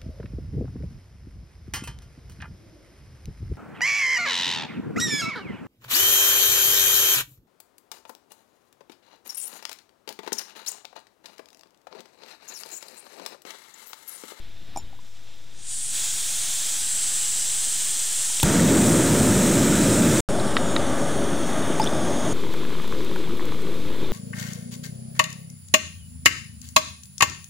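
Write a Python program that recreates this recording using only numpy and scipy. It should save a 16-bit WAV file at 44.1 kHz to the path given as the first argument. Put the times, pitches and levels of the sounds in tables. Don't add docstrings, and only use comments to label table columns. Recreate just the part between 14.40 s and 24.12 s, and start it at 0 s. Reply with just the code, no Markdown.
import sys
import numpy as np
from scipy import signal
from scipy.fft import rfft, irfft, next_fast_len
from scipy.io import wavfile
from scipy.ndimage import map_coordinates

SR = 44100
rng = np.random.default_rng(int(sys.argv[2]) if len(sys.argv) > 2 else 0)


def transcribe(u):
    v = np.clip(np.atleast_2d(u).T, -1, 1)
    q = np.round(v * 32767).astype(np.int16)
    wavfile.write(sys.argv[1], SR, q)


def volts_from_decibels(level):
    exponent = np.asarray(level, float) / 20
    return 10 ** exponent


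N = 428652


def rms_one(x):
    return x / np.sqrt(np.mean(x ** 2) + 1e-20)


def in_time(rows):
    s, *columns = np.transpose(rows)
    first = max(round(s[0] * SR), 0)
    last = min(round(s[-1] * SR), N)
    t = np.arange(first, last) / SR
    return first, [np.interp(t, s, column) for column in columns]


def add(track, first, sound):
    track[first:first + len(sound)] += sound


def low_pass(x, hz):
    return signal.sosfilt(signal.butter(2, hz, fs=SR, output="sos"), x)


def high_pass(x, hz):
    return signal.sosfilt(signal.butter(2, hz, "high", fs=SR, output="sos"), x)


def drift(size, rate):
    r = np.exp(-128 * np.pi * rate / SR)
    coarse = rng.standard_normal(size // 64 + 1002)
    slow = signal.lfilter([1], [1, -2 * r, r * r], coarse)[1000:]
    return np.interp(np.arange(size) / 64, np.arange(len(slow)), rms_one(slow))


def turbulence(spectrum, size, gust_db, patchy_db, count=6):
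    padded = next_fast_len(size)
    log_hz = np.log(np.arange(1, padded // 2 + 2) * SR / padded)
    hz, db = np.transpose(spectrum)
    colour = volts_from_decibels(np.interp(log_hz, np.log(hz), db, left=-90, right=-90))
    tone = rfft(rng.standard_normal(padded)) * colour
    place = np.interp(log_hz, np.log(hz[[0, -1]]), [0, count - 1])
    together = gust_db * (drift(size, 4.6) + drift(size, 24))
    total = np.zeros(size)
    for k in range(count):
        band = irfft(tone * np.clip(1 - abs(place - k), 0, 1), padded)[:size]
        total += band * volts_from_decibels(patchy_db * drift(size, 2.25))
    return rms_one(total * volts_from_decibels(together))


def narrow(centre_hz, width_hz):
    slow = low_pass(rng.standard_normal((2, len(centre_hz))), width_hz / 2)
    turn = 2 * np.pi * np.cumsum(centre_hz) / SR
    return rms_one(slow[0] * np.cos(turn) + slow[1] * np.sin(turn))


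def ring(clicks, hz, t60):
    r = volts_from_decibels(-60 / (max(t60, .002) * SR))
    w = 2 * np.pi * min(hz, 20000) / SR
    return signal.lfilter([0, np.sin(w)], [1, -2 * r * np.cos(w), r * r], clicks + 1e-18)


def contact_crack(t, decay_s):
    return signal.lfilter([.5], [1, -.45], rng.standard_normal(len(t))) * np.exp(-t / decay_s)


def strike(track, hits, modes, trim_db, rattle_s, crack_db=-40):
    t = np.arange(6000) / SR
    for s, db in hits:
        contact = (1 + .4 * rng.standard_normal(len(t))) * t * np.exp(-t / rattle_s)
        strength_db = rng.normal(0, 1, len(modes))
        body = np.zeros(len(t))
        for k, (hz, level_db, t60) in enumerate(modes):
            tone = rms_one(ring(contact, hz, t60)) * np.sqrt(t60)
            body += (-1) ** k * volts_from_decibels(level_db + strength_db[k]) * tone
        crack = contact_crack(t, 0.0013)
        add(track, round(s * SR), volts_from_decibels(db + trim_db) * (body / abs(body).max() + volts_from_decibels(crack_db) * crack))


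# (frequency [Hz], level [dB])
BREEZE_COLOUR = [(24, -42), (40, -16), (48, -21), (75, -5.5), (124, -1.5), (141, -6), (500, -19),
                 (650, -58), (1100, -120)]
# (frequency [Hz], level [dB])
INSECT_COLOUR = [(240, -40), (400, -8), (485, -20), (556, -4), (1160, -7), (1760, -5.5), (2910, -5),
                 (3640, 0.5), (4370, -8.5), (6000, -18), (7800, -43), (13200, -120)]
# (frequency [Hz], level [dB])
LEAK_COLOUR = [(2940, -33), (5000, -2), (7020, -5), (7380, -2), (7600, -6), (8300, -9), (10000, -16),
               (13000, -43), (22000, -120)]


def woods():
    view_change_s, end_s = .6, 4.03
    out, size = np.zeros(N), round(end_s * SR)
    later = np.arange(size) >= view_change_s * SR

    def level(before_db, after_db):
        return volts_from_decibels(np.where(later, after_db, before_db))

    air = level(-53.5, -57) * turbulence(BREEZE_COLOUR, size, 1.1, 0.58)
    air += level(-54, -55.5) * turbulence(INSECT_COLOUR, size, 0.87, 0.78)
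    air += level(-47, -57.5) * turbulence([(25, 12), (50, -9), (85, -1.5)], size, 2.1, 1.5, count=2)
    air += level(-66, -60.5) * turbulence(LEAK_COLOUR, size, .4, .6, count=3)
    add(out, 0, air)
    return out


# (time [s], peak level [dB])
LEG_HITS = [
    (0.3601, -22.5),
    (0.371, -22.5),
]
# (frequency [Hz], level [dB], t60 [s])
LEG_TONES = [(644, -5, 0.027), (800, 2, 0.036), (965, -4, 0.038), (354, -10.5, 0.028), (2370, -22, 0.022),
             (1200, -17.5, 0.032)]
# (frequency [Hz], level [dB], t60 [s])
TINE_TONES = [(5250, -3, 0.022), (6050, -6, .01), (7080, -11, 0.023), (8000, 0, 0.005), (9500, -4, .006),
              (11000, -8, .006), (14000, -14, .004)]


def support_leg(track):
    strike(track, LEG_HITS, LEG_TONES, 1.2, 0.00058)
    strike(track, LEG_HITS[1:], TINE_TONES, -7.0, 0.0024)


def tink(hz, t60, crack_db):
    t = np.arange(6000) / SR
    rise = 1 - np.exp(-t / 0.00047)
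    tone = np.sin(2 * np.pi * hz * t) * rise * volts_from_decibels(-60 * t / t60)
    return tone / abs(tone).max() + volts_from_decibels(crack_db) * contact_crack(t, 0.0011)


# (time [s], peak level [dB], pitch [Hz], t60 [s], crack re peak [dB])
LONE_TINKS = [(.3605, -37, 5500, 0.028, -6), (.364, -41, 6100, .015, -3), (.372, -46, 8200, .03, -20),
              (.361, -42, 8800, .012, 0), (.373, -42, 2350, .025, -20), (.393, -48, 5350, .04, -6),
              (.365, -33, 770, .03, -30), (.379, -43, 850, .04, -20), (.401, -50, 5400, .05, -6),
              (6.1695, -20, 1300, .012, -30), (6.174, -23, 3700, .012, -30), (0.372, -33.5, 7080, .1, 2),
              (.386, -46, 7150, 0.06, -3), (.385, -45, 5430, .07, -3), (.391, -46, 900, .06, -20),
              (.387, -43, 11400, .015, -20), (.529, -44, 780, .05, -20), (0.589, -47, 1000, .03, -20),
              (3.9, -37, 950, .03, -20), (4, -17, 3400, 0.0053, 4), (4.196, -17, 1800, .008, -10),
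              (5.999, -26, 4000, .008, -8), (6.364, -18.5, 3800, 0.016, -30), (6.366, -21, 1900, .016, -30),
              (6.17, -16, 1800, .02, -30), (7.3, -13, 300, 0.037, -40), (7.3983, -11, 870, 0.06, -11),
              (7.3975, -22, 2500, .003, 0), (7.401, -30, 4800, .03, -20), (7.417, -21.5, 5150, 0.012, -10),
              (7.431, -27, 5300, .01, -10), (7.425, -31, 4900, .02, -20), (7.452, -29, 5900, .01, -10),
              (7.429, -29, 3600, .05, -20), (7.441, -25, 7300, .004, 2), (7.442, -26, 5760, .015, -10),
              (7.461, -25, 3200, 0.007, -6), (7.466, -23, 3170, .007, -12),
              (7.473, -17.5, 3500, 0.016, -30), (6.075, -29, 4000, .005, -6), (6.258, -21, 1260, .008, -20),
              (7.83, -46, 1090, 0.037, -20), (9.645, -32, 3600, .02, -25)]


def lone_tinks(track):
    for s, db, hz, t60, crack_db in LONE_TINKS:
        add(track, round(s * SR), volts_from_decibels(db) * tink(hz, t60, crack_db))


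# (frequency [Hz], level per Hz [dB])
JET_COLOUR = [(2940, -19.5), (5000, -11.5), (6450, -8), (7160, 0.5), (7930, 1), (9300, -0.5), (10000, -8.5),
              (13000, -35), (22000, -120)]
# (frequency [Hz], level [dB])
LOW_HISS_COLOUR = [(150, -23), (250, -12), (358, -19), (531, -16), (875, -11.5), (1060, -15.5),
                   (1640, -8.5), (2310, -9), (3300, -1), (4610, -4), (5300, -3.5), (6890, 0), (11700, -120)]
# (frequency [Hz], level [dB])
HIGH_HISS_COLOUR = [(6180, -41), (10500, -13), (11100, -10.5), (12100, -4), (13800, -11), (15100, -6.5),
                    (15700, -10)]
# (time [s], throat gain [dB], upper gain [dB])
HAND_SHIFTS = [(1.5, 4, 7.5), (1.9, -15, -6.5), (2.55, 6.5, 8), (3.1, 5, 5), (3.85, -3, 8), (4.3, 3, -5),
               (5.1, 3, 0)]
# (time [s], jet level [dB], broad hiss re jet [dB])
VALVE_OPENING = [
    (1.0, -91, 6),
    (1.19, -53, 1.5),
    (1.31, -32, -11),
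    (1.5, -30.5, -9.5),
    (1.56, -28, -5),
    (2.04, -28, -4.5),
    (4.0, -26.5, -6),
    (4.06, -27.5, -3),
    (5.7, -27.5, -3.5),
    (5.81, -27.5, -3.5),
]


def gas_jet():
    half_open_db, open_db, shift_s, lit_s = -32, -28, 0.28, 4.18
    out, (first, (db, low_db)) = np.zeros(N), in_time(VALVE_OPENING)
    size = len(db)
    t = (first + np.arange(size)) / SR
    throat_db, upper_db = np.zeros(size), np.zeros(size)
    for s, throat_gain_db, upper_gain_db in HAND_SHIFTS:
        swell = np.exp(-((t - s) / shift_s) ** 2)
        throat_db += swell * throat_gain_db
        upper_db += swell * upper_gain_db
    throat_hz = 7790 + 1000 * np.clip((open_db - db) / (open_db - half_open_db), 0, 1)
    high_db = low_db - 10.5 + 1.5 * (t > lit_s) + 1.2 * np.minimum(db - half_open_db, 0)
    jet = turbulence(JET_COLOUR, size, .25, 1.1, count=12)
    jet = jet + volts_from_decibels(-8 + throat_db) * narrow(throat_hz, 900)
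    jet = jet + volts_from_decibels(-22.5 + upper_db) * narrow(np.full(size, 10350.), 350)
    jet = jet + volts_from_decibels(low_db) * turbulence(LOW_HISS_COLOUR, size, 0.28, 0.39)
    jet = jet + volts_from_decibels(high_db) * turbulence(HIGH_HISS_COLOUR, size, 0.24, 0.74)
    add(out, first, volts_from_decibels(db) * jet)
    return out


# (time [s], echo delay [ms], echo share [0-1])
HAND_ECHO = [(0, 0.77, .1), (2.3, 0.96, .09), (2.6, 0.66, 0.061), (4.6, 0.69, 0.053), (5.89, 0.89, 0.067),
             (6.22, 0.75, 0.14), (6.34, 0.56, 0.14), (6.45, 0.53, .05), (6.8, .67, 0.069),
             (7.6, 0.62, 0.12), (7.93, 0.66, 0.17)]


def off_hands(x):
    first, (hand_ms, hand_share) = in_time(HAND_ECHO)
    size = len(hand_share)
    now = np.arange(size)
    bright = high_pass(x, 2500)
    canister_ms = 1.45 + 0.263 * drift(size, 1.0)

    def echo(ms):
        return map_coordinates(bright, [now - ms * SR / 1000], order=3)

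    out = x.copy()
    add(out, first, hand_share * echo(hand_ms) + .1 * echo(canister_ms))
    return out


# (time [s], centre [Hz], depth [0-1])
MOVING_GAPS = [
    [(5.888, 5940, 0.5), (6.1, 6300, .7), (6.25, 6300, .6), (6.4, 5600, .7), (6.5, 5000, 0.4),
     (6.9, 5000, 0.57), (7.4, 4950, 0.6)],
    [(6.6, 7600, 0), (6.8, 7600, 0.5), (7.2, 7600, 0.5), (7.35, 7600, 0.2), (7.55, 7600, .5),
     (7.93, 7800, .3)],
    [(2.5, 9900, 0), (2.75, 10000, 0.4), (4.0, 9600, .6), (5.8, 9500, 0)],
    [(2.3, 3500, 0), (2.5, 3500, 0.24), (4.0, 3500, 0.1)],
    [(4.05, 4660, 0.26), (5.8, 4630, 0.4)],
    [(1.1, 5250, .35), (1.6, 5200, 0.2), (2.3, 5250, .25), (2.5, 5300, .3), (3.3, 5300, .3),
     (4.0, 5200, .1)],
    [(1.4, 4550, .2), (1.7, 4550, 0.3), (2.6, 4500, .3), (3.2, 4600, 0.5), (4.04, 4700, .4)],
    [(1.2, 8500, .1), (1.8, 8450, .3), (2.3, 8400, .3), (2.5, 8600, 0)],
    [(2.3, 6800, 0), (2.45, 6860, 0.4), (2.7, 7100, .5), (2.9, 6800, 0.2), (4.0, 6500, 0)],
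    [(1.5, 2880, 0.15), (2.35, 2880, .25), (2.5, 2800, 0), (4.0, 2800, .05)],
]
GAP_WIDTHS = (416.67, 900, 463, 800, 700, 300, 300, 300, 350, 400)


def nulls(x):
    out = x.copy()
    for rows, width_hz in zip(MOVING_GAPS, GAP_WIDTHS):
        first, (hz, depth) = in_time(rows)
        turn = np.exp(2j * np.pi * np.cumsum(hz) / SR)
        low = signal.butter(2, width_hz / 2, fs=SR, output="sos")
        slow = signal.sosfiltfilt(low, out[first:first + len(hz)] / turn)
        add(out, first, -2 * np.clip(depth, 0, 1) * (slow * turn).real)
    return out


# (time [s], peak level [dB])
SNAP_HITS = [
    (4.0292, -12),
    (4.0301, 1),
    (4.0328, -12),
]
# (frequency [Hz], level [dB], t60 [s])
SNAP_TONES = [(900, 8, 0.016), (2580, 2.5, 0.012), (3500, 3.5, 0.008), (5000, -9, .006), (7600, 10, 0.0032),
              (10600, 6, 0.0036), (12000, 3, 0.0016), (15500, 0, 0.0053)]


def igniter(track):
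    strike(track, SNAP_HITS, SNAP_TONES, 4, 0.0007, crack_db=-4)


# (time [s], roar level [dB])
FLARE_LEVEL = [
    (4.032, -22),
    (4.07, -21.5),
    (4.25, -18),
    (4.9, -18.5),
    (5.39, -19.5),
    (5.478, -17),
    (5.562, -20.5),
    (5.67, -16.5),
    (5.81, -22),
]
# (frequency [Hz], level [dB])
ROAR_COLOUR = [(12, -49), (20, -17.5), (22, -28), (27, -28.5), (108, -4.5), (203, 0), (348, -3), (425, -12),
               (579, -10.5), (752, -25), (800, -28), (1040, -41), (1760, -120)]
# (frequency [Hz], level [dB])
LICK_COLOUR = [(410, 1.5), (700, 1.5), (758, -7), (926, 2), (1050, -5.5), (1270, 2), (2660, -8),
               (3000, -35), (3900, -33), (6600, -120)]


def flare():
    out, (first, (db,)) = np.zeros(N), in_time(FLARE_LEVEL)
    add(out, first, volts_from_decibels(db + 1.5) * turbulence(ROAR_COLOUR, len(db), 0.27, 0.3))
    add(out, first, volts_from_decibels(-29) * turbulence(LICK_COLOUR, len(db), 0.1, 0.1))
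    t = np.arange(1500) / SR
    thump = np.sin(2 * np.pi * (125 * t + 1300 * t ** 2)) * np.exp(-t / 0.011)
    add(out, round(4.0335 * SR), 0.86 * thump * np.clip(t / 0.0091, 0, 1))
    push = np.sin(2 * np.pi * 60 * t) * np.exp(-t / 0.032)
    add(out, round(4.034 * SR), -.15 * push)
    return out


# (time [s], roar level [dB], middle level [dB], hiss level [dB])
CLOSE_LEVELS = [
    (5.85, -26, -34.5, -38.5),
    (7.93, -26, -35.5, -39),
]
# (time [s], roar level [dB], middle level [dB], hiss level [dB])
POT_LEVELS = [
    (7.932, -33, -42.5, -50.5),
    (9.76, -33, -43, -54),
]
# (frequency [Hz], level [dB])
CLOSE_COLOURS = [
    [(24, -48), (40, -16.5), (101, -7), (252, -0.5), (391, -4.5), (471, -10), (530, -5), (605, -3.5), (789, -13), (854, -12.5), (950, -16.5), (1240, -41), (2090, -120)],
    [(500, -37), (850, -4.5), (1020, -7), (1150, 0.5), (1370, -4.5), (1540, -3.5), (1890, -9.5), (2670, -15), (3350, -9.5), (3750, -11.5), (4100, -23), (4300, -27), (5590, -52), (9460, -120)],
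    [(2410, -44), (4100, -10), (4510, -3), (4940, -8), (5280, -2), (6040, -3.5), (6570, -0.5), (7740, -3), (9050, 1), (10000, -3.5), (10700, -13), (11700, -18), (14800, -20), (15700, -21)],
]
# (frequency [Hz], level [dB])
POT_COLOURS = [
    [(24, -39), (40, -1), (54, -4.5), (97, -7.5), (171, -1), (220, -3), (312, -1.5), (354, 1), (497, -5), (630, -18), (800, -30), (1040, -49), (1760, -120)],
    [(410, -35), (700, -11), (775, -6.5), (922, -1.5), (1090, 0.5), (1410, -4.5), (1560, -4.5), (1820, -7.5), (2260, -3), (2780, -6), (3520, 0), (4600, -12), (5980, -45), (10100, -120)],
    [(2590, -15), (4400, -2), (5770, -5), (7220, -5), (11600, -13.5), (15100, -18), (15700, -15)],
]


def burner(rows, colours, gust_db):
    out, (first, levels_db) = np.zeros(N), in_time(rows)
    for db, colour in zip(levels_db, colours):
        add(out, first, volts_from_decibels(db + 0.5) * turbulence(colour, len(db), gust_db, 0.55, count=9))
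    return out


# (time [s], centre [Hz], level [dB])
HEAD_GLIDE = [
    (5.888, 6980, -48),
    (6.0, 5630, -57),
    (6.15, 5920, -57),
    (6.2, 6800, -46),
    (6.35, 6800, -43),
    (6.45, 6470, -52),
    (7.3, 6650, -49),
    (7.55, 6420, -50),
    (7.932, 6720, -41.5),
]


def head_whistle():
    out, (first, (hz, db)) = np.zeros(N), in_time(HEAD_GLIDE)
    add(out, first, volts_from_decibels(db) * narrow(hz, 600))
    return out


# (time [s], peak level [dB])
KNOCK_HITS = [
    (6.1673, -5.5),
    (6.3631, -11.5),
]
# (frequency [Hz], level [dB], t60 [s])
KNOCK_TONES = [(1000, -5, .012), (1350, 2.5, .02), (1790, -2, 0.024), (2340, 0, 0.01), (2650, 1.5, 0.012),
               (3050, 5.5, 0.007), (3770, -9, 0.022), (4200, -8, .012), (5000, -9, .008)]


def table_knocks(track):
    strike(track, KNOCK_HITS, KNOCK_TONES, 1.7, 0.00025)


def metal():
    track = np.zeros(N + SR)
    for source in (support_leg, lone_tinks, igniter, table_knocks):
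        source(track)
    return high_pass(track[:N], 220)


# (time [s], peak level [dB], pitch [Hz])
BIG_BUBBLES = [(7.961, -30, 1360), (7.991, -32, 1070), (8.006, -35, 1350), (8.037, -26, 1080),
               (8.067, -29, 937), (8.091, -32, 972), (8.14, -23, 939), (8.174, -32, 1090),
               (8.212, -29, 1320), (8.233, -29, 1060), (8.251, -24, 1590), (8.305, -28, 1100),
               (8.327, -32, 958), (8.352, -26, 1050), (8.385, -31, 1200), (8.399, -27, 1180),
               (8.444, -26, 1040), (8.524, -25.5, 1490), (8.55, -31, 1210), (8.606, -29, 1030),
               (8.714, -30, 1120), (8.76, -25, 980), (8.805, -35, 1090), (8.875, -32, 910),
               (8.906, -33, 856), (8.995, -25, 1080), (9.047, -32, 1110), (9.091, -32, 1290),
               (9.121, -25.5, 1080), (9.145, -29, 1240), (9.191, -32, 1130), (9.27, -31, 1150),
               (9.453, -32, 899), (9.487, -34, 1050), (9.502, -30, 929), (9.547, -35, 883),
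               (9.613, -39, 886), (9.644, -32, 848), (9.691, -33, 807), (8.047, -28, 1000),
               (8.103, -31, 1050), (8.147, -28, 1300), (8.895, -30, 1250), (8.907, -32, 1100),
               (9.007, -26, 1050), (9.026, -32, 1200), (8.5245, -27, 1050), (8.761, -27, 1450),
               (9.1215, -29, 1400)]
# (time [s], peak level [dB])
DROPLETS = [(8.1254, -34), (8.1377, -26), (8.4208, -32), (8.4771, -28), (8.5235, -34), (8.6475, -28),
            (8.7096, -36), (8.76, -31), (8.9725, -29), (9.055, -27), (9.2209, -33)]


def simmer():
    out, first = np.zeros(N + SR), round(7.932 * SR)
    for s, db, hz in BIG_BUBBLES:
        tones = [(hz, 0, 18.0 / hz), (1.64 * hz, 0, .008), (2300, -2.5, .007)]
        strike(out, [(s, db)], tones, 1.84, 0.00022)
    strike(out, DROPLETS, [(9000, 0, .003), (13000, 0, 0.0025)], -9.0, .0003, crack_db=8.5)
    size = N - first
    starts = rng.random(size) < 220 / SR
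    sizes = volts_from_decibels(3.6 * np.minimum(rng.exponential(1, size), 4)) * starts
    dealt = rng.integers(0, 10, size)
    for k, hz in enumerate(np.geomspace(880, 1450, 10)):
        add(out, first, volts_from_decibels(-43.5) * ring(sizes * (dealt == k), hz, 7.7 / hz))
    return out[:N]


def scene():
    gas = gas_jet() + flare() + head_whistle()
    gas += burner(CLOSE_LEVELS, CLOSE_COLOURS, 0.43) + burner(POT_LEVELS, POT_COLOURS, 0.61)
    mono = nulls(off_hands(gas)) + woods() + metal() + simmer()
    return np.array([mono, mono])


# (start [s], end [s], recorder gain [dB])
VIEWS = [
    (0, 5.805, 0),
    (5.888, 7.932, 8.8),
    (7.932, 9.73, 13),
]


def recorder_gain():
    gain = np.zeros(N)
    for start, end, gain_db in VIEWS:
        gain[round(start * SR):round(end * SR)] = volts_from_decibels(gain_db)
    return gain


def top_cut(x):
    return signal.sosfilt(signal.butter(12, 17010, fs=SR, output="sos"), x)


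def record(dry):
    offset, ceiling = np.array([.0363, .0215]), .252
    hiss_db, wobble_db, cutoff_hz = -62, -53, 15780
    gain = recorder_gain()
    wobble_band = signal.butter(3, [7, 13], "band", fs=SR, output="sos")
    wobble = signal.sosfilt(wobble_band, rng.standard_normal(N + SR))[SR:]
    hiss = signal.lfilter([1, .05], [1], rng.standard_normal((2, N)))
    signal_in = dry / np.maximum(gain, 1) + volts_from_decibels(wobble_db) * rms_one(wobble) + np.mean(offset)
    clipped = np.clip(signal_in, -ceiling, ceiling)
    out = gain * (clipped + volts_from_decibels(hiss_db) * hiss + (offset - np.mean(offset))[:, None])
    out = signal.sosfilt(signal.ellip(10, .2, 80, cutoff_hz, fs=SR, output="sos"), out)
    return top_cut(out)


dry = scene()
out = record(dry)
transcribe(out)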